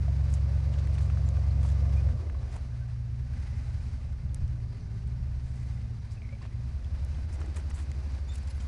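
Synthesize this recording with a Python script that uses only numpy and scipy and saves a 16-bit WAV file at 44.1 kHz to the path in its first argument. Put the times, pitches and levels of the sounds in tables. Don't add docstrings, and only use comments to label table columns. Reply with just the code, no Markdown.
import sys
import numpy as np
from scipy import signal
from scipy.fft import rfft, irfft
from scipy.io import wavfile
from scipy.ndimage import uniform_filter1d

SR = 44100
rng = np.random.default_rng(int(sys.argv[2]) if len(sys.argv) > 2 else 0)


def transcribe(signal):
    frames = np.atleast_2d(signal).T
    limited = np.clip(frames, -1, 1)
    pcm = np.round(limited * 32767).astype(np.int16)
    wavfile.write(sys.argv[1], SR, pcm)


def natural_amplitude(level_db):
    exponent = np.asarray(level_db, float) / 20
    return 10 ** exponent


N = 382523

# time_s, firing_level_db
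THROTTLE = [(0.0, -25), (1.0, -24), (1.5, -23.5), (2.0, -22.5), (2.1, -22), (2.2, -31), (2.45, -35.5),
            (2.95, -39.5), (3.3, -36), (3.7, -35.5), (4.5, -35.5), (4.8, -40), (5.15, -36), (5.5, -36.5),
            (6.35, -40.5), (6.9, -33), (7.25, -32.5), (8.68, -36)]
# time_s, rush_level_db
ROLLING = [(0.0, -57.5), (0.8, -57), (2.07, -56.5), (2.3, -61.5), (2.5, -58.5), (3.0, -63), (3.26, -63),
           (3.36, -58.5), (4.0, -60), (4.15, -62.5), (4.7, -62), (5.26, -63), (5.65, -60.5), (6.0, -63),
           (6.6, -62), (7.2, -59), (7.45, -58.5), (8.67, -58)]
GRIT_TOP_HZ = 11500


def curve(table, t):
    s, *columns = np.transpose(table)
    return [np.interp(t, s, c) for c in columns]


def walk(rate_hz, count=N, sr=SR):
    k = int(sr / rate_hz)
    held = np.repeat(rng.standard_normal(count // k + 1), k)
    w = uniform_filter1d(uniform_filter1d(held, k), k)[:count]
    return w / np.std(w)


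def colour(x, shape, sr=SR):
    hz, db = np.transpose(shape)
    log_hz = np.log(np.arange(len(x) // 2 + 1) * sr / len(x) + 1)
    gain = natural_amplitude(np.interp(log_hz, np.log(hz), db, left=-90, right=-90))
    y = irfft(rfft(x) * gain, len(x))
    return y / np.std(y)


def band(x, lo_hz, hi_hz):
    y = signal.sosfilt(signal.butter(2, [lo_hz, hi_hz], "band", fs=SR, output="sos"), x)
    return y / np.std(y)


def ring_in_spells(x, resonances):
    out = x
    for hz, width_hz, db in resonances:
        ring = signal.lfilter(*signal.iirpeak(hz, hz / width_hz, SR), x)
        out = out + natural_amplitude(db + 2.2 * walk(11.0)) * ring
    return out


def exhaust():
    # time_s, cycle_hz
    engine_speed = [(0.0, 8.613), (0.78, 8.697), (1.37, 8.51), (1.97, 8.647), (2.1, 8.292), (2.35, 5.915),
                    (2.75, 5.018), (3.12, 4.967), (3.41, 5.535), (3.67, 5.616), (4.48, 5.145),
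                    (4.82, 4.612), (5.38, 5.269), (6.14, 4.635), (6.56, 4.741), (6.99, 6.152), (7.3, 6.408),
                    (8.68, 5.92)]
    # pitch_hz, both_banks_db, bank_against_bank_db
    pipes = [(27.4, -16, -36.5), (45, -3.5, -18.5), (55.8, -14, -7.5), (64.5, -1.5, 3.5), (69.2, 0, 3),
             (72.3, -17.5, 1.5), (94.6, -7, -5), (100.2, -9.5, -14.5), (112, 2, -13), (116.9, 1.5, -12),
             (120.8, 1.5, -2), (126, -2.5, -17), (130.4, -12.5, -36), (139.5, -13.5, -34.5),
             (159, -14.5, -23.5), (183.5, -24, -40.5), (237.3, -48, -26.5)]
    firing_banks = [1, -1, -1, 1, -1, 1, 1, -1]
    header_turn = [0, -.7, 0, -.5, 0, .3, 0, -.9]
    favour = {12: -3, 14: -3, 15: 2, 16: 3.5, 17: 7.5, 18: 3, 19: -4, 20: 4, 21: 5, 22: 7, 25: 9, 27: -4,
              32: -4}
    # time_s, change_above_turning_pitch_db
    shade = [(0, 0.5), (2.07, -0.5), (2.17, -4.5), (2.29, 0.5), (2.4, -1.5), (3.3, 5), (4.3, 0.5), (6.6, 1),
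             (7.1, -16.5), (7.7, -26), (8.1, -8.5), (8.68, -21)]
    shade_hz = 101.5
    lead_ms, path_turn_rad = (10.6, 1.9), (-1.9, 1.3)
    mismatch_db, mismatch_turn_rad = -15, {2: -1.3, 4: 2.5, 6: 1.0}
    above_db, below_db, overtone_db = -13.5, -26.5, -13.5
    next_db = above_db, below_db, overtone_db
    next_db = -13.5, -26.5, -13.5
    shut_db, idle_wobble_db = -30, .8
    rough_db, even_db = -22.5, -27.5

    step = 49
    sr, count = SR / step, N // step + 1
    t = np.arange(count) / sr
    hz, load = curve(engine_speed, t)[0], natural_amplitude(curve(THROTTLE, t)[0])
    shade_db = curve(shade, t)[0]
    overrun_db = -11 * np.exp(-.5 * ((t - 2.245) / .06) ** 2)
    loose_db = idle_wobble_db * np.clip(1 - load / natural_amplitude(shut_db), 0, .5) * 2
    cycle = np.cumsum(hz) / sr - .1
    pipe_hz, *pipe_db = np.transpose(pipes)
    bank_phase = np.angle(np.fft.fft(firing_banks))

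    orders = 0
    for k in range(3, 46):
        path = int(k % 8 > 0)
        even = k % 2 == 0 and k % 8 > 0
        db = np.interp(np.log(k * hz), np.log(pipe_hz), pipe_db[path], right=-70)
        db = db + (.6 + loose_db * (k > 13)) * walk(3.003, count, sr)
        if k % 8 in (1, 7):
            db = db + next_db[(k < 8) + 2 * (k > 12)]
        db = db + mismatch_db * even + favour.get(k, 0)
        db = db + shade_db * np.clip(k * hz / shade_hz - .8, 0, .3) / .3
        db = db + overrun_db * (1 - path) * (k > 8)
        shift = mismatch_turn_rad[k % 8] if even else bank_phase[k % 8] * path
        if not even:
            shift += path_turn_rad[path] + header_turn[k % 8] * (k > 10) + .7 * (k == 16)
        else:
            shift += path_turn_rad[path] + header_turn[k % 8] * (k > 10)
        orders = orders + natural_amplitude(db) * np.cos(2 * np.pi * k * (cycle + hz * lead_ms[path] / 1000) + shift)

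    scatter = colour(rng.standard_normal(count), np.c_[pipe_hz, np.maximum(*pipe_db)], sr)
    rumble = load * orders + np.minimum(load, natural_amplitude(even_db)) * scatter * natural_amplitude(rough_db)
    full_cycle = np.interp(np.arange(N) / step, np.arange(count), cycle)
    return signal.resample_poly(rumble, step, 1)[:N], full_cycle


def drive_over_crawl():
    t = np.arange(N) / SR
    return curve(THROTTLE, t)[0] + 34, curve(ROLLING, t)[0] + 62


def gas_hiss():
    # pitch_hz, density_db
    gas_shape = [(82, -18), (140, -0.5), (151, -14.5), (232, -15), (269, -19), (318, -22), (356, -23.5),
                 (450, -25.5), (580, -55.5), (990, -120)]
    load_db, roll_db = drive_over_crawl()
    level_db = -56.5 + 0.17 * load_db + 0.22 * roll_db
    gas = colour(rng.standard_normal(N), gas_shape) * natural_amplitude(level_db + walk(9) + 4.5)
    return gas + natural_amplitude(0.5) * signal.lfilter(*signal.iirpeak(232, 6, SR), gas)


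def engine_roar(cycle):
    # pitch_hz, density_db
    roar_shape = [(190, -39.5), (330, 0.5), (442, -4), (506, 4), (542, 3), (604, 1.5), (711, -2),
                  (845, -11.5), (1200, -4), (1560, -38), (2640, -120)]
    # pitch_hz, width_hz, level_db
    cavities = [(333, 26, -9), (403, 39, -7.5), (552, 45, -12.5), (623, 45, -7.5), (700, 56, -8)]
    load_db, roll_db = drive_over_crawl()
    fade = int(0.5 * SR)
    lingering_db = np.maximum(load_db, uniform_filter1d(load_db, fade, origin=(fade - 1) // 2))
    level_db = -64 + 0.73 * lingering_db + 0.39 * roll_db
    puff = 1 + 0.2 * np.cos(2 * np.pi * 8 * cycle)
    roar = colour(puff * rng.standard_normal(N), roar_shape) * natural_amplitude(level_db + .5 * walk(14))
    return ring_in_spells(roar, cavities) * natural_amplitude(-1.2)


def fan_and_tyres():
    # pitch_hz, density_db
    rush_shape = [(470, -12.5), (800, 1), (1040, -4), (1200, -5), (1440, -5), (1530, -4.5), (2070, -5.5),
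                  (2510, -7), (3000, -10.5), (3400, -13), (3800, -12), (4580, -11.5), (6360, -9.5),
                  (10200, -23.5), (12000, -37.5), (15600, -64), (22000, -120)]
    # pitch_hz, width_hz, level_db
    panels = [(950, 49, -14.5), (1200, 58, -8.5), (1510, 80, -5), (1710, 80, -10), (2060, 84, -5.5),
              (2450, 80, -9), (3630, 74, -10), (4000, 150, -5), (4600, 220, -3), (4980, 170, -8.5),
              (5320, 110, -12.5), (5730, 96, -13), (6220, 110, -13.5)]
    rush_db = curve(ROLLING, np.arange(N) / SR)[0]
    rush = colour(natural_amplitude(.5 * walk(25) + walk(90)) * rng.standard_normal(N), rush_shape)
    rush = ring_in_spells(rush, panels) * natural_amplitude(-0.98)
    dust = signal.sosfilt(signal.butter(4, 6500, "high", fs=SR, output="sos"), rush)
    dust_db = rush_db - 11.5 + 5.5
    return (rush - dust) * natural_amplitude(rush_db + 0.42) + dust / np.std(dust) * natural_amplitude(dust_db)


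def snaps(grains, dull):
    # time_s, peak_db, pitch_hz, dull_part_db
    snapping_stones = [(.3278, -43, 8380, -56), (.3394, -33, 6870, -53), (.3458, -44, 9800, -56),
                       (.8724, -46, 7500, -49), (.9335, -48, 9000, -54), (1.045, -48, 6600, -58),
                       (1.2892, -36, 6800, -55), (1.6314, -44, 8540, -52), (1.689, -45, 6650, -51),
                       (4.3457, -33, 9310, -62), (4.4788, -47, 5410, -60), (5.077, -53, 7500, -66),
                       (6.8453, -54, 5530, -56), (7.0488, -45, 10600, -59), (7.1435, -50, 6500, -56),
                       (7.222, -54, 7500, -62), (7.4618, -44, 7630, -56), (7.5465, -49, 7580, -48),
                       (7.5698, -39, 7500, -44), (7.705, -43, 8120, -52), (7.9162, -40, 7000, -52),
                       (8.1209, -51, 7500, -57), (8.3468, -49, 8000, -60), (8.3565, -37, 9700, -53),
                       (8.357, -39, 7000, -60), (8.383, -50, 6500, -60), (8.4324, -46, 7900, -55),
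                       (8.433, -51, 9800, -62)]
    out, t = np.zeros(N + SR), np.arange(SR // 4) / SR
    for s, db, hz, dull_db in snapping_stones:
        at = slice(int(s * SR), int(s * SR) + len(t))
        ring = np.sin(2 * np.pi * hz * t) * natural_amplitude(-60 * t / 0.0029)
        ring += 0.41 * band(grains[at], 0.46 * hz, GRIT_TOP_HZ) * natural_amplitude(-60 * t / 0.0026)
        ring += 0.2 * np.sin(2 * np.pi * 11600 * t) * natural_amplitude(-60 * t / 0.002)
        ring += natural_amplitude(-26 - 60 * t / 0.023) * band(grains[at], 0.87 * hz, GRIT_TOP_HZ)
        out[at] += natural_amplitude(db) * ring + natural_amplitude(dull_db - 5.0 - 60 * t / 0.034) * dull[at]
    return out


def crushing_and_rubbing(grains):
    # start_s, length_s, low_edge_hz, level_db
    grit = [(0.284, 0.054, 3500, -64.5), (0.328, 0.033, 4000, -56), (0.937, 0.024, 2000, -57.5),
            (0.98, 0.018, 2000, -58), (1.001, 0.049, 2980, -60), (1.056, .018, 7000, -66),
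            (1.583, 0.17, 1000, -57.5), (2.498, 0.096, 2000, -60.5), (3.29, 0.82, 3900, -74),
            (5.34, 0.5, 3920, -71), (6.105, 0.045, 4000, -63.5), (7.317, 0.055, 5440, -60),
            (7.556, 0.025, 6000, -52.5), (7.568, 0.047, 5000, -61), (7.695, 0.019, 5500, -59.5),
            (7.733, 0.043, 6000, -58.5), (7.748, 0.11, 6000, -61.5), (8.33, 0.033, 6500, -61),
            (8.352, 0.014, 2500, -54), (8.362, 0.034, 5500, -63), (8.613, 0.038, 5000, -67)]
    # start_s, length_s, middle_hz, level_db
    crunches = [(0.715, 0.059, 2600, -59), (0.769, 0.054, 2200, -56), (1.952, 0.04, 4170, -67),
                (2.41, 0.04, 1200, -63), (2.507, 0.091, 1190, -53), (6.408, 0.073, 1500, -57.5),
                (6.414, .025, 4500, -69), (6.933, 0.059, 1800, -60), (7.743, 0.086, 2900, -54.5),
                (7.579, 0.046, 1500, -63), (7.317, 0.18, 700, -54), (7.4, 0.03, 900, -56),
                (7.397, 0.028, 3400, -58), (7.554, 0.035, 1560, -52.5), (8.465, 0.031, 6000, -60),
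                (8.491, 0.043, 4000, -59), (8.592, 0.044, 3100, -57)]
    # start_s, length_s,
    # pitch_hz, level_db
    rubs = [(2.17, 0.16, 121, -48.5), (2.273, 0.27, 160, -55), (3.5, 0.48, 2310, -74),
            (4.605, .32, 4620, -75), (4.75, 0.15, 5700, -74), (3.3, 0.5, 2070, -66.5),
            (5.45, 0.47, 2070, -69.5), (6.21, 0.092, 2220, -64), (6.5, 0.053, 2110, -64.5),
            (0.753, 0.25, 257, -62), (1.98, .1, 285, -54.5), (2.11, 0.28, 199, -65),
            (4.1, 0.63, 309, -64.5), (4.398, 1.05, 396, -65.5), (7.1, 0.65, 320, -59),
            (7.75, 0.33, 319, -60), (7.75, 0.49, 384, -69)]
    swarms = [(s, length, hz, GRIT_TOP_HZ, db) for s, length, hz, db in grit]
    for table, spread in ((crunches, 2.6), (rubs, 1.06)):
        swarms += [(s, length, hz / spread, hz * spread, db) for s, length, hz, db in table]
    out = np.zeros(N + SR)
    for s, length, lo_hz, hi_hz, db in swarms:
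        at = slice(int(s * SR), int((s + length) * SR))
        n = at.stop - at.start
        sink_db = np.linspace(.5, -.5, n) * 7 * (length < .065)
        out[at] += natural_amplitude(db + sink_db) * signal.windows.tukey(n, .7) * band(grains[at], lo_hz, hi_hz)
    return out


def knocks(dull):
    # time_s, peak_db, pitch_hz, decay_s, tone_share
    knock_events = [(.081, -36, 690, 0.048, 0.85), (.195, -44, 720, 0.047, 1),
                    (.74, -46, 1800, 0.016, 0.3), (0.9804, -43.5, 1710, 0.034, 0.14),
                    (.953, -45, 2900, 0.016, 0.7), (.99, -47, 4270, .015, 0.7),
                    (1.006, -42, 900, .015, .3), (1.1002, -40, 1300, 0.018, 0.3),
                    (1.173, -38.5, 1200, 0.01, 0.46), (1.369, -45, 1500, 0.02, 0.35),
                    (1.629, -42, 900, .015, 0.6), (2.089, -45, 1510, 0.0084, 0.06),
                    (2.297, -44, 1150, 0.027, 0.5), (2.3446, -48, 1700, 0.0081, 0.3),
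                    (2.349, -42, 1100, 0.02, 0.9), (2.43, -43, 1100, 0.011, 0.5),
                    (2.501, -50, 700, .02, 0.4), (2.531, -46, 1100, 0.014, 0.5),
                    (2.54, -50, 2000, 0.013, 0.1), (2.564, -52, 900, 0.018, 0.6),
                    (2.888, -51, 1760, 0.013, 0.6), (6.325, -45.5, 562, 0.1, 0.8),
                    (6.415, -46, 1055, .05, 0.95), (6.425, -51, 1800, 0.076, 0.9),
                    (6.846, -47, 3350, 0.01, 1), (7.146, -50, 3320, 0.011, 1),
                    (7.181, -35.5, 232, 0.089, 0.94), (6.219, -43, 2380, 0.017, 0.8),
                    (6.22, -53, 650, 0.055, 1), (6.438, -50, 2650, 0.023, 0.6),
                    (6.454, -51, 645, .03, 0.9), (6.507, -55, 2200, 0.016, 0.4),
                    (7.415, -43, 1300, 0.029, .3), (7.543, -56, 900, 0.013, 0.65),
                    (7.567, -40, 2500, 0.014, 0.7), (7.573, -46, 885, 0.023, 0.8),
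                    (7.597, -49, 900, .02, 0.3), (7.881, -36, 126, 0.75, 1), (7.566, -42, 1850, .025, 1),
                    (7.71, -44, 840, 0.02, 0.4), (7.916, -42.5, 2050, .015, 1),
                    (.297, -53, 4120, .015, 1), (.665, -55, 4030, 0.018, .9), (0.74, -44, 2900, .015, .9),
             (.757, -47, 1600, 0.022, .8), (.79, -51, 3300, 0.02, 0.7), (.812, -49, 2600, .015, .6),
             (.824, -47, 1500, .02, .8), (.872, -43, 1900, .012, 0.9), (.991, -50, 2100, .015, .7),
             (1.507, -47, 4250, .02, .9), (1.65, -39, 950, 0.034, .7), (2.298, -49, 1700, .025, 0.87),
             (2.351, -47, 610, .03, .8), (2.648, -47, 650, .03, 0.74), (2.728, -53, 1600, .03, .9),
             (3.336, -49, 1570, 0.034, 0.7), (4.295, -55, 3500, .012, .7), (6.0, -63, 5800, 0.054, 0.9),
             (6.111, -53, 4900, .025, 0.8), (6.119, -55, 5500, .02, 0.8), (6.25, -53, 2150, .025, .9),
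             (6.291, -49, 2120, .03, .9), (6.309, -53, 2250, 0.025, .8), (6.351, -52, 2270, .025, .9),
             (6.419, -52, 4600, 0.033, .9), (6.42, -52, 2700, .02, .8), (6.427, -53, 5300, .015, .7),
             (6.476, -54, 2510, .03, .9), (7.481, -39, 345, 0.031, 0.86), (7.583, -39, 420, .03, 0.66),
             (7.712, -48, 1350, .015, .6), (7.715, -49, 5500, .015, .9), (7.88, -48, 192, 0.54, 0.9),
             (7.9164, -47.5, 4800, .008, 0.7), (8.055, -44, 520, 0.022, .8), (8.107, -54, 5040, .015, 0.7),
             (8.437, -53, 5300, .015, 0.8), (8.508, -46, 4270, .025, 0.8), (8.604, -48.5, 3100, 0.03, 0.9),
             (8.612, -53, 7000, 0.016, .8)]
    rise_cycles, click_cycles = .5, 2
    out, t = np.zeros(N + SR), np.arange(SR // 4) / SR
    for s, db, hz, t60_s, tone in knock_events:
        at = slice(int(s * SR), int(s * SR) + len(t))
        db = db + 20 * np.log10(1.001 - np.exp(-t * hz / rise_cycles))
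        sine = np.sin(2 * np.pi * hz * t)
        out[at] += natural_amplitude(db - 60 * t / t60_s) * (tone * sine + (1 - tone) * dull[at])
        out[at] += natural_amplitude(db + 14 - 30 * t * hz / click_cycles) * (1 - tone) * sine
    return out


def gravel():
    dull = band(rng.standard_normal(N + SR), 580, 2720)
    uneven_db = 2.5 * walk(1500, N + SR) + 1.5 * walk(200, N + SR)
    grains = rng.standard_normal(N + SR) * natural_amplitude(uneven_db)
    grains = colour(grains, [(300, 15.0), (3000, -3.5), (8000, -4.0), (10500, -10.5), (12500, -26.5)])
    return (snaps(grains, dull) + crushing_and_rubbing(grains) + knocks(dull))[:N]


def squeaks():
    # start_s, length_s, start_hz, end_hz, level_db
    squeak_events = [(1.955, 0.056, 2410, 2460, -55), (2.804, 0.048, 1540, 1550, -60),
                     (6.165, 0.03, 2620, 2450, -62), (6.21, 0.026, 2170, 2100, -61),
                     (6.249, 0.08, 2120, 2200, -69), (6.925, .045, 10100, 10100, -77),
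                     (1.255, .03, 7200, 7250, -64), (6.319, 0.029, 2270, 2300, -53),
                     (8.276, 0.051, 3530, 3640, -57), (8.3, 0.057, 3630, 3600, -59),
                     (8.488, 0.035, 10150, 10120, -63), (8.494, .032, 5150, 5100, -61),
                     (8.548, 0.025, 9950, 10050, -69), (8.562, .024, 10050, 10600, -68),
                     (8.493, .03, 11950, 11900, -75), (8.562, .022, 12100, 11300, -76),
                     (8.278, .03, 6950, 6950, -61), (8.308, .03, 7350, 7400, -63)]
    out = np.zeros(N)
    for s, length, hz0, hz1, db in squeak_events:
        n = int(length * SR)
        hz = np.linspace(hz0, hz1, n) * (1 + 40 / hz0 * walk(590, n))
        phase = 2 * np.pi * np.cumsum(hz) / SR
        tone = np.sin(phase) + natural_amplitude(-21) * np.sin(2 * phase)
        swell = natural_amplitude(db + 1.5 + 1.6 * walk(263, n)) * signal.windows.tukey(n, .8)
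        out[int(s * SR):int(s * SR) + n] += swell * tone
    return out


def far_motor():
    # start_s, length_s, start_hz, end_hz, level_db
    windups = [
        (4.2, 1.95, 161, 184, -58.5),
        (3.1, 3.4, 120, 200, -64),
        (4.597, 2.8, 218.4, 253.6, -66.5),
    ]
    out = np.zeros(N)
    for s, length, hz0, hz1, db in windups:
        n = int(length * SR)
        phase = 2 * np.pi * np.cumsum(np.linspace(hz0, hz1, n) + 0.94 * walk(8, n)) / SR
        swell = natural_amplitude(db + 5.5 + 1.4 * walk(5.83, n)) * signal.windows.tukey(n, .5)
        out[int(s * SR):int(s * SR) + n] += swell * np.sin(phase)
    return out


def wind():
    # peak_time_s, length_s, peak_db
    gust_events = [(.34, 0.33, -43), (1.54, 0.99, -52), (2.153, 0.34, -51), (2.95, 0.22, -54),
                   (3.784, 0.14, -40.5), (4.05, 0.27, -48), (4.258, 0.11, -32), (4.43, 0.16, -32.5),
                   (4.847, 1, -46.5), (5.284, 1, -40.5), (5.738, 0.48, -51), (6.26, 0.22, -53),
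                   (7.09, 1, -40.5), (7.507, .15, -52), (7.75, 0.098, -43), (8.134, 0.27, -48.5),
                   (8.6, 0.46, -51)]
    t = np.arange(N) / SR
    strength = natural_amplitude(-50)
    for s, length, db in gust_events:
        strength = strength + natural_amplitude(db) * np.exp(-.5 * (4 * (t - s) / length) ** 2)
    shape = [(4, -23), (12, -14.0), (24, -5.5), (40, -9.5), (65, -2.5), (110, -7.5), (200, -21.0)]
    return colour(rng.standard_normal(N), shape) * strength * natural_amplitude(-0.5)


def scene():
    rumble, cycle = exhaust()
    truck = rumble + gas_hiss() + engine_roar(cycle) + fan_and_tyres()
    return (truck + gravel() + squeaks() + far_motor() + wind())[None]


def low_pass(x):
    return signal.sosfilt(signal.butter(12, 12240, fs=SR, output="sos"), x)


def record(dry):
    mix = signal.sosfilt(signal.butter(10, 11300, fs=SR, output="sos"), dry)
    return low_pass(mix)


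dry = scene()
out = record(dry)
transcribe(out)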